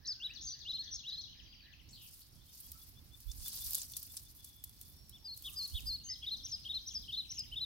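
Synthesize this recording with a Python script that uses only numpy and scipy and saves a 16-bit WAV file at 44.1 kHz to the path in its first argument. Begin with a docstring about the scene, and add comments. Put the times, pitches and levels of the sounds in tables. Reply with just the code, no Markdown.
"""Small birds sing quick slurred whistles in dry scrub, close by and a little left of the microphone.
They give two bouts of song; others call further off, blurred by scatter from stems and leaves.
Between the bouts a monkey climbs through the brush: dead leaves crackle and twigs snap.
A low outdoor rumble lies underneath, and a few puffs of air buffet the right microphone port."""
import sys
import numpy as np
from scipy import signal
from scipy.fft import rfft, irfft
from scipy.io import wavfile
from scipy.ndimage import uniform_filter1d, map_coordinates

SR = 44100
rng = np.random.default_rng(int(sys.argv[2]) if len(sys.argv) > 2 else 0)


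def int16_out(signal):
    """Quantize to a 16-bit WAV file."""
    q = np.round(np.clip(np.atleast_2d(signal).T, -1, 1) * 32767)
    wavfile.write(sys.argv[1], SR, q.astype(np.int16))


N = 337365
T = np.arange(N) / SR
TOP_HZ = 16000  # upper limit of the recorder
STIR_FROM_S = 1.92  # the monkey starts to move


def undb(db):
    """Decibels to gain."""
    return 10 ** (np.asarray(db) / 20)


def unit(x):
    """Scale to rms 1."""
    return x / np.sqrt(np.mean(x ** 2))


def add(track, s, x):
    """Mix x into the track from time s on."""
    i = max(int(s * SR), 0)
    track[..., i:i + x.shape[-1]] += x[..., :max(N - i, 0)]


def colour(x, points):
    """Causal filter of unit energy, shaped by (frequency_hz, gain_db) points."""
    hz, db = np.transpose(points)
    f = np.maximum(np.arange(N + 1) * SR / (2 * N), 1)
    cepstrum = irfft(np.log(undb(np.interp(np.log(f), np.log(hz), db))))
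    cepstrum[1:N] *= 2  # fold to minimum phase
    cepstrum[N:] = 0
    response = irfft(np.exp(rfft(cepstrum)))[:SR // 4]
    return signal.fftconvolve(x, response[None] / np.linalg.norm(response))[:, :N]


def band_noise(order, band_hz):
    """Band-passed noise, different at each port."""
    bandpass = signal.butter(order, band_hz, "band", fs=SR, output="sos")
    return signal.sosfilt(bandpass, rng.standard_normal((2, N)))


def walk(rate_hz):
    """A random wander with a spread near 1."""
    knots = rng.standard_normal(int(N / SR * rate_hz) + 2)
    return np.interp(T * rate_hz, np.arange(len(knots)), knots)


def swells(rows, rise_db_per_s, fall_db_per_s):
    """Gain that rises to, holds and falls from each (full_s, held_s, level_db) row."""
    levels_db = [db - rise_db_per_s * np.maximum(s - T, 0) - fall_db_per_s * np.maximum(T - s - held, 0)
                 for s, held, db in rows]
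    return undb(np.max(levels_db, axis=0))


def place(x, pan_db, lead_s):
    """A source at the two ports: positive values make it louder and earlier on the left."""
    delayed = map_coordinates(x, [(T - lead_s) * SR], order=3)
    return np.array([undb(pan_db / 2) * x, undb(-pan_db / 2) * delayed])


def scrub(x, t60_s, build_s):
    """Stems and leaves scatter a sound into a short diffuse tail, different at each port."""
    t = T[:SR]
    tail = rng.standard_normal((2, SR)) * undb(-60 * t / t60_s) * (1 - np.exp(-t / build_s))
    tail /= np.linalg.norm(tail, axis=1, keepdims=True)
    return signal.fftconvolve(x[None], tail)[:, :N]


def syrinx(notes, unsteady=0.0099, shimmer_db=0.1, third_db=-27, waver_rad=0.78, edge_db=-15.5):
    """A bird's voice: nearly pure whistles that glide, flutter and never come out quite the same."""
    # note shapes, by name: attack_share, release_share, glide points (length_share, pitch_ratio)
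    shapes = { "arch": (0.24, 0.33, [(0, 0.83), (.3, 0.95), (.72, 0.98), (1, 0.76)]),
              "hump": (0.34, 0.24, [(0, .83), (.36, 0.98), (.72, .94), (1, 0.81)]),
              "rise": (0.53, 0.24, [(0, .85), (1, 1.08)]), "lift": (0.54, 0.046, [(0, 0.82), (.68, 0.97),
              (1, .8)]), "climb": (0.67, 0.16, [(0, .68), (.18, .69), (.64, 0.98), (.85, 0.96), (1, 0.76)]),
              "drop": (0.31, 0.62, [(0, 1.3), (.5, 0.92), (1, 0.63)]), "swoop": (0.36, 0.16, [(0, 1.3),
              (.42, 1.025), (1, .96)]), "tew": (0.79, 0.64, [(0, 1.55), (.35, 1.2), (.55, .97), (.76, .8),
              (.86, 1.2), (1, 0.96)]), "wave": (0.13, 0.092, [(0, 0.94), (.14, 1), (.26, 0.96), (.43, .85),
              (.6, .825), (.8, .89), (.93, .85), (1, 0.72)]), "slide": (0.42, 0.11, [(0, 0.88), (.35, 1.11),
              (.55, 1.04), (.94, 0.85), (1, 0.68)]), "burr": (0.26, 0.27, [(0, 0.93), (.56, 1.004),
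              (1, 0.67)]), "trill": (0.057, 0.15, [(0, 0.86), (.45, 0.95), (1, .92)]),
              "quiver": (0.17, 0.086, [(0, 1.016), (1, .93)]), "pip": (0.66, 0.14, [(0, .975), (1, 1.023)]),
              "level": (0.053, 0.24, [(0, 1.003), (1, .997)]), "sag": (0.44, 0.11, [(0, 0.97), (.45, 0.93),
              (1, .86)]), "peak": (0.29, 0.22, [(0, 0.47), (.5, 1.05), (1, .62)]),
              "rasp": (0.14, 0.96, [(0, 1.22), (.09, .92), (.2, 1), (.4, .82), (1, 0.62)]), }
    # fast warble within a note, by shape: from_share, to_share, rate_hz, depth_share (of the pitch)
    flutter = { "slide": (0, .45, 68, -.23), "quiver": (0, .95, 55, .04), "trill": (0, 1, 75, .13),
               "burr": (.1, .75, 115, .09), "tew": (0, .4, 150, .15), "rasp": (.1, 1, 170, .15), }
    out, drift, shimmer, stumble = np.zeros(N), walk(350), walk(250), walk(90)
    for s, shape, length, hz, db in notes:
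        u = np.linspace(0, 1, int(length * SR))  # share of the note gone by
        now = (int(s * SR) + np.arange(len(u))) % N
        attack, release, glide = shapes[shape]
        contour = np.interp(u, *np.transpose(glide))
        pitch = hz * uniform_filter1d(contour, size=len(u) // 8, mode="nearest")
        if shape in flutter:
            start, end, rate, depth = flutter[shape]
            window = np.sqrt(np.abs(np.sin(np.pi * np.clip((u - start) / (end - start), 0, 1))))
            warble = np.sin(2 * np.pi * rate * length * u + waver_rad * stumble[now])
            pitch *= 1 + depth * window * warble
        phase = 2 * np.pi * np.cumsum(pitch * (1 + unsteady * drift[now])) / SR
        swell = np.minimum(np.minimum(u / attack, (1 - u) / release), 1) ** 0.86
        # only the lower notes, at full voice, carry an audible third harmonic
        third = undb(third_db) * swell ** 2 * np.clip((4800 - pitch) / 500, 0, 1)
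        tone = np.sin(phase) + third * np.sin(3 * phase)
        edges = np.minimum(np.minimum(u, 1 - u) * length / .002, 1)
        gain = undb(db + edge_db * (1 - swell) + shimmer_db * shimmer[now])
        add(out, s, np.sqrt(2) * tone * edges * gain)
    return out


def open_air(rumble_db=-62, left_db=-4, right_db=3, rise_db=3.5, hiss_db=-69):
    """Low rumble that slowly grows, heavier at the right port, and the soft hiss of the open scrub."""
    # spectrum of the rumble: frequency_hz, gain_db
    rumble_spectrum = [(22, -16), (45, -1.5), (62, 0.5), (110, -5), (200, -15), (290, -18), (480, -32.5),
                       (1000, -35), (3000, -53.5)]
    # spectrum of the hiss: frequency_hz, gain_db
    hiss_spectrum = [(600, -7), (2000, -7), (3800, -2.5), (5500, -0.5), (8000, -26.5), (11500, -11),
                     (16000, -6)]
    rumble = unit(colour(rng.standard_normal(N) + 0.57 * rng.standard_normal((2, N)), rumble_spectrum))
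    drift_db = 2.06 * walk(8.9) + rise_db * (T / T[-1] - 0.22)
    rumble *= undb(rumble_db + drift_db) * undb([[left_db], [right_db]])
    hiss = unit(colour(rng.standard_normal((2, N)), hiss_spectrum))
    return rumble + hiss * undb(hiss_db + walk(2.854))


def buffets(band_hz=(37, 68), left_db=-16):
    """Eddies thump the right port and barely touch the left."""
    # puffs of air on the microphone: start_s, length_s, level_db
    puffs = [(3.245, 0.081, -35.5), (3.315, 0.16, -41.5), (3.544, 0.23, -47.5), (5.714, 0.08, -30),
             (5.761, 0.25, -42)]
    envelope = np.zeros(N)
    eddies = unit(band_noise(3, band_hz))
    for s, length, db in puffs:
        add(envelope, s, undb(db) * np.hanning(int(length * SR)))
    return envelope * eddies * undb([[left_db], [0]])


def flock(count=260, low_hz=2900, high_hz=5700, direct_db=-7, fade_db_per_s=11, rest_db=-84):
    """Many small slurs from beyond the bushes, half blurred into a chorus that swells and fades."""
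    # the flock joins each bout of song: full_voice_s, held_s, level_db
    bouts = [(.35, 0.71, -61.5), (6.3, 0.74, -61)]
    kinds = ("drop", "arch", "tew")
    notes = []
    for k, (when, pitch, far) in enumerate(rng.random((count, 3))):
        s = (k + when) / count * N / SR
        notes.append((s, kinds[k % 3], .05, low_hz + pitch * (high_hz - low_hz), -6 * far))
    voices = syrinx(notes)
    blurred = undb(direct_db) * voices + scrub(voices, t60_s=0.22, build_s=0.0021)
    chorus = unit(colour(blurred, [(6300, -5.5), (7400, -19.5)]))
    return chorus * np.maximum(swells(bouts, fade_db_per_s, fade_db_per_s), undb(rest_db))


def hooting_bird():
    """Low hoots from far off on the right, blurred by the distance."""
    # hoots: start_s, shape, length_s, pitch_hz, level_db
    hoots = [(2.72, "hump", 0.083, 1360, -75.5), (5.22, "level", 0.07, 890, -80.5),
             (5.46, "level", 0.21, 1166, -74)]
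    voice = syrinx(hoots, shimmer_db=5.0)
    return undb([[-9], [1.5]]) * (voice + scrub(voice, t60_s=0.33, build_s=0.0043))


def hoarse_bird(length_s=0.13, hz=1850, buzz_hz=150, buzz_rad=0.83):
    """A distant caw: an arched tone roughened into sidebands by a fast buzz."""
    # caws: start_s, level_db
    caws = [(-.02, -69), (.255, -69), (0.511, -72.5), (.79, -69), (1.062, -74), (1.33, -74), (1.615, -66)]
    out, t = np.zeros(N), T[:int(length_s * SR)]
    arch = np.sin(np.pi * t / length_s)
    phase = 2 * np.pi * np.cumsum(hz * (1 - 0.17 * (1 - arch))) / SR
    caw = arch * np.sin(phase + buzz_rad * np.sin(2 * np.pi * buzz_hz * t))
    for s, db in caws:
        add(out, s, undb(db) * caw)
    return out + scrub(out, t60_s=0.23, build_s=0.0024)


def far_birds():
    """Birds deeper in the scrub, to the left: much of each note arrives as scatter from the bushes."""
    # runs of one repeated note: first_s, until_s, period_s, shape, length_s, pitch_hz, level_db
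    series = [ (0.335, 1.28, .1245, "tew", .07, 3946, -49.5),
              (1.322, 1.85, 0.0665, "drop", 0.034, 2938, -63), (6.112, 7.18, .126, "tew", 0.07, 3740, -53),
              (7.238, 7.48, 0.064, "drop", 0.032, 2887, -62), ]
    # single calls: start_s, shape, length_s, pitch_hz, level_db
    single_calls = [ (.04, "arch", 0.29, 1596, -77), (1.42, "sag", 0.23, 5150, -65.5),
                    (1.72, "drop", 0.054, 5460, -73), (2.21, "peak", 0.03, 5310, -59),
                    (2.305, "drop", 0.07, 5100, -73.5), (2.378, "rise", 0.055, 3500, -72),
                    (2.465, "rise", 0.044, 3620, -67), (3.78, "level", 0.26, 5820, -67),
                    (4.36, "level", 0.41, 3445, -70), (4.74, "pip", 0.25, 3520, -73),
                    (4.91, "level", 0.425, 5500, -71.5), (6.088, "hump", 0.023, 2104, -58.5), ]
    # a scold, two sharp chips and a falling rasp: start_s, shape, length_s, pitch_hz, level_db
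    scold = [(1.885, "peak", 0.017, 6650, -57.5), (1.902, "peak", 0.021, 8400, -64),
             (1.918, "rasp", 0.16, 4330, -53.5)]
    notes = [(s, shape, length, hz, db + rng.standard_normal())
             for first, until, period, shape, length, hz, db in series
             for s in np.arange(first, until, period)]
    repeats = syrinx(notes, unsteady=0.016, shimmer_db=5.5, third_db=-54)
    calls = syrinx(single_calls, unsteady=0.011, shimmer_db=4.5)
    calls += syrinx(scold, unsteady=0.046, shimmer_db=3.0, third_db=-45)
    return (place(undb(-6.5) * repeats, pan_db=21.5, lead_s=.00002)
            + undb(0.5) * scrub(repeats, t60_s=0.9, build_s=0.0017)
            + place(undb(-3.5) * calls, pan_db=4.5, lead_s=.00002)
            + undb(-2) * scrub(calls, t60_s=0.29, build_s=0.0023))


def piping_bird(first_s=2.468, until_s=4.3, period_s=.1608, length_s=0.0482,
                hz=3520, flat_hz=400, warm_s=0.27, peak_db=-55, peak_s=3.5, fade_db_per_s=18):
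    """On the left, a run of even pips starts flat, climbs to its pitch, swells and dies away."""
    notes = []
    for s in np.arange(first_s, until_s, period_s):
        pitch_hz = hz - flat_hz * np.exp((first_s - s) / warm_s)
        notes.append((s, "pip", length_s, pitch_hz, peak_db - fade_db_per_s * abs(s - peak_s)))
    pips = syrinx(notes, unsteady=0.0059, shimmer_db=2.5)
    return place(pips, pan_db=10.0, lead_s=0) + undb(-14) * scrub(pips, t60_s=0.13, build_s=.003)


def pushing(uneven_db=1.2, stir_db=-72):
    """Force on the leaves: each push builds, holds unevenly and settles, over a slight steady stir."""
    # the monkey's pushes through the brush: full_force_s, held_s, level_db
    pushes = [(2.07, 0.1, -62.5), (2.56, 0.19, -61.5), (2.82, 0.058, -64.5), (3.21, .11, -63),
              (3.459, 0.36, -50), (3.96, 0.24, -58), (4.3, 0.2, -65), (4.68, 0.26, -67), (5.44, 0.43, -60)]
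    stirring = undb(stir_db) * np.clip((T - STIR_FROM_S) * 10, 0, 1)
    force = swells(pushes, rise_db_per_s=93, fall_db_per_s=98) * undb(uneven_db * walk(30))
    return np.maximum(force, stirring)


def leaves(grains_per_s=220, grain_s=0.004, hiss_db=-9, crush_db=-52, touch_db=-69, colour_db=3.5):
    """Dead leaves slide with a hiss; a firmer touch adds fractures, which merge as the push grows."""
    # spectrum of the rustle: frequency_hz, gain_db
    leaf_spectrum = [(350, -64), (600, -23.5), (2090, -23.5), (3430, -11), (4710, -1), (7310, -7),
                     (11300, -1), (14900, 0), (16000, -5.5)]
    effort = pushing()
    crowding = 1 + 10 * (effort / undb(crush_db)) ** 2
    fractures = rng.random(N) < grains_per_s * crowding / SR
    energy = signal.lfilter([1], [1, -np.exp(-1 / (grain_s * SR))], fractures / crowding)
    bursts = unit(np.sqrt(energy))
    breaking = effort ** 2 / (effort ** 2 + undb(touch_db) ** 2)  # 0 sliding, 1 fracturing
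    texture = (breaking * bursts + 1 - breaking + undb(hiss_db)) * undb(2 * breaking * walk(35))
    # every leaf has its own colour, so each band swells on its own
    edges_hz = np.geomspace(500, TOP_HZ, 9)
    grain = sum(band_noise(2, band) * undb(colour_db * walk(90)) for band in zip(edges_hz, edges_hz[1:]))
    return undb(5.0) * effort * unit(colour(grain * texture, leaf_spectrum))


def crack(hz, decay_s, q=4, broad_db=-7, fibre_s=.0008):
    """Dry fibres give way one after another in a dying burst, strongest around their own resonance."""
    t = T[:SR // 40]
    fibre_times = t[::int(fibre_s * SR)]
    tearing = 1 + np.abs(np.interp(t, fibre_times, rng.standard_normal(len(fibre_times))))
    noise = rng.standard_normal(len(t)) + rng.standard_normal((2, len(t)))
    burst = noise * tearing * np.exp(-t / decay_s)
    ring = signal.lfilter(*signal.iirpeak(min(hz, TOP_HZ), q, fs=SR), burst)
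    sound = ring / np.std(ring) + undb(broad_db) * burst / np.std(burst)
    return sound / np.abs(sound).max()


def crackle(count=260, until_s=6.0, low_hz=4500, high_hz=15500, over_db=8.5, spread_db=3.5):
    """Single brittle leaves crack at random, as hard as the monkey pushes, each at its own pitch."""
    out, effort = np.zeros((2, N)), pushing()
    for when, pitch, chance in rng.random((count, 3)):
        s = STIR_FROM_S + when * (until_s - STIR_FROM_S)
        size = effort[int(s * SR) % N] * undb(over_db + spread_db * min(-np.log(1 - chance), 3))
        hz = low_hz + np.sqrt(pitch) * (high_hz - low_hz)
        add(out, s, size * crack(hz, decay_s=0.0014))
    return out


def twigs(bend_s=0.008, bend_db=-29, shake_s=0.016, shake_db=-23):
    """A twig creaks as it bends, breaks with a crack of its own pitch and shakes the leaves nearby."""
    # snapping twigs: break_s, level_db, resonance_hz
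    snaps = [ (2.6023, -42, 11200), (2.717, -35, 15100), (3.2037, -42, 14900), (3.315, -38.5, 6130),
             (3.481, -27.5, 14800), (3.7079, -28.5, 13900), (3.7327, -25, 14600), (3.7463, -21, 10400),
             (3.7517, -20, 11600), (3.7821, -32, 13900), (3.817, -30.5, 7100), (3.919, -36, 15000),
             (3.9362, -36.5, 4200), (3.967, -27, 11000), (4.028, -33.5, 13700), (4.1682, -30, 9200),
             (4.173, -34.5, 5200), (4.445, -38, 11500), (4.6395, -31.5, 12300), (4.694, -41.5, 11600),
             (4.813, -33.5, 13400), (5.0945, -40.5, 12500), (5.374, -37, 12200), (5.4235, -33.5, 14500),
             (7.392, -38.5, 6360), ]
    # tone colour of the dry wood: frequency_hz, gain_db
    twig_spectrum = [(500, -24.5), (2040, -21.5), (3540, -5.5), (8000, -6)]
    out = np.zeros((2, N))
    t = T[:SR // 6] - T[SR // 30]  # zero at the break
    bend = undb(bend_db) * np.exp(-np.abs(t) / bend_s)
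    shake = undb(shake_db) * np.exp(-np.abs(t) / shake_s)
    around = np.where(t < 0, bend, shake)
    for s, db, hz in snaps:
        add(out, s, undb(db + 1.5) * crack(hz, decay_s=0.004))
        add(out, s + t[0], undb(db) * around * rng.standard_normal((2, len(t))))
    return colour(out, twig_spectrum)


def song_notes(climb_s=.075, triplet_rise=0.041, triplet_fade_db=1.05,
               low_s=.06, low_hz=3624, wave_after_s=0.12, wave_s=.108, wave_hz=5018):
    """Loose notes and triplets open; couplets lead to the main phrase, whose steps sag as it repeats."""
    # loose notes: start_s, shape, length_s, pitch_hz, level_db
    loose_notes = [ (.048, "slide", 0.087, 5030, -38.5), (.2, "climb", 0.079, 4036, -38.5),
                   (.293, "rise", 0.025, 2670, -50), (.409, "trill", 0.053, 6490, -49.5),
                   (.445, "quiver", 0.085, 6280, -45.5), (.467, "arch", 0.037, 5000, -46),
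                   (.52, "arch", 0.036, 4860, -46), (.908, "pip", 0.029, 5900, -42.5),
                   (.928, "trill", 0.042, 6280, -42.5), (6.035, "quiver", 0.092, 6470, -50),
                   (6.085, "arch", 0.059, 5326, -40.5), ]
    # a climbing note and two arches, each a little higher: start_s, arch_length_s, pitch_hz, level_db
    triplets = [(0.651, .053, 4127, -38), (1.036, .055, 4060, -42)]
    # a low note, a burr when sung harder, then a wavy whistle: start_s, low_shape, low_db, wave_db
    couplets = [(5.122, "arch", -57, -47), (5.439, "burr", -44, -40.5), (5.739, "burr", -43, -39.5)]
    # main phrase, three steps up and a high flourish:
    # delay_s, shape, length_s, pitch_hz, sag_hz_per_repeat, level_db
    phrase = [ (0, "hump", 0.04, 3458, 85, -45), (0.041, "hump", 0.042, 3920, 33.5, -39),
              (0.082, "hump", .06, 4310, 31, -37.5), (0.214, "lift", 0.037, 6350, -2, -42.5),
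              (.25, "trill", .043, 6500, 0, -53.5), (0.291, "swoop", .049, 5046, -2.5, -39), ]
    # when the phrase is sung: start_s
    phrase_starts = [6.218, 6.645, 7.077, 7.514]
    notes = list(loose_notes)
    for s, length, hz, db in triplets:
        notes.append((s, "climb", climb_s, hz, db))
        for k in (1, 2):
            start = s + climb_s + (k - 1) * length
            notes.append((start, "arch", length, hz * (1 + k * triplet_rise), db - k * triplet_fade_db))
    for s, shape, low_db, wave_db in couplets:
        notes.append((s, shape, low_s, low_hz, low_db))
        notes.append((s + wave_after_s, "wave", wave_s, wave_hz, wave_db))
    for k, s in enumerate(phrase_starts):
        for delay, shape, length, hz, sag, db in phrase:
            notes.append((s + delay, shape, length, hz - k * sag, db))
    return notes


def near_birds():
    """The singers sit close by, a little to the left, nearly dry; the bushes answer a moment later."""
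    song = syrinx(song_notes(), unsteady=.008, shimmer_db=.9)
    echo = scrub(song, t60_s=.38, build_s=.014)
    return place(song, pan_db=2.5, lead_s=.00003) + undb(-11) * echo


def scene():
    """Birds near and far, the climb through the brush and the open air, at the two microphone ports."""
    birds = near_birds() + far_birds() + piping_bird() + hoarse_bird() + hooting_bird() + flock()
    monkey = leaves() + crackle() + twigs()
    return birds + monkey + open_air() + buffets()


def record(dry):
    """The recorder cuts the top treble steeply."""
    return signal.sosfilt(signal.ellip(10, .2, 70, TOP_HZ, fs=SR, output="sos"), dry)


dry = scene()
out = record(dry)
int16_out(out)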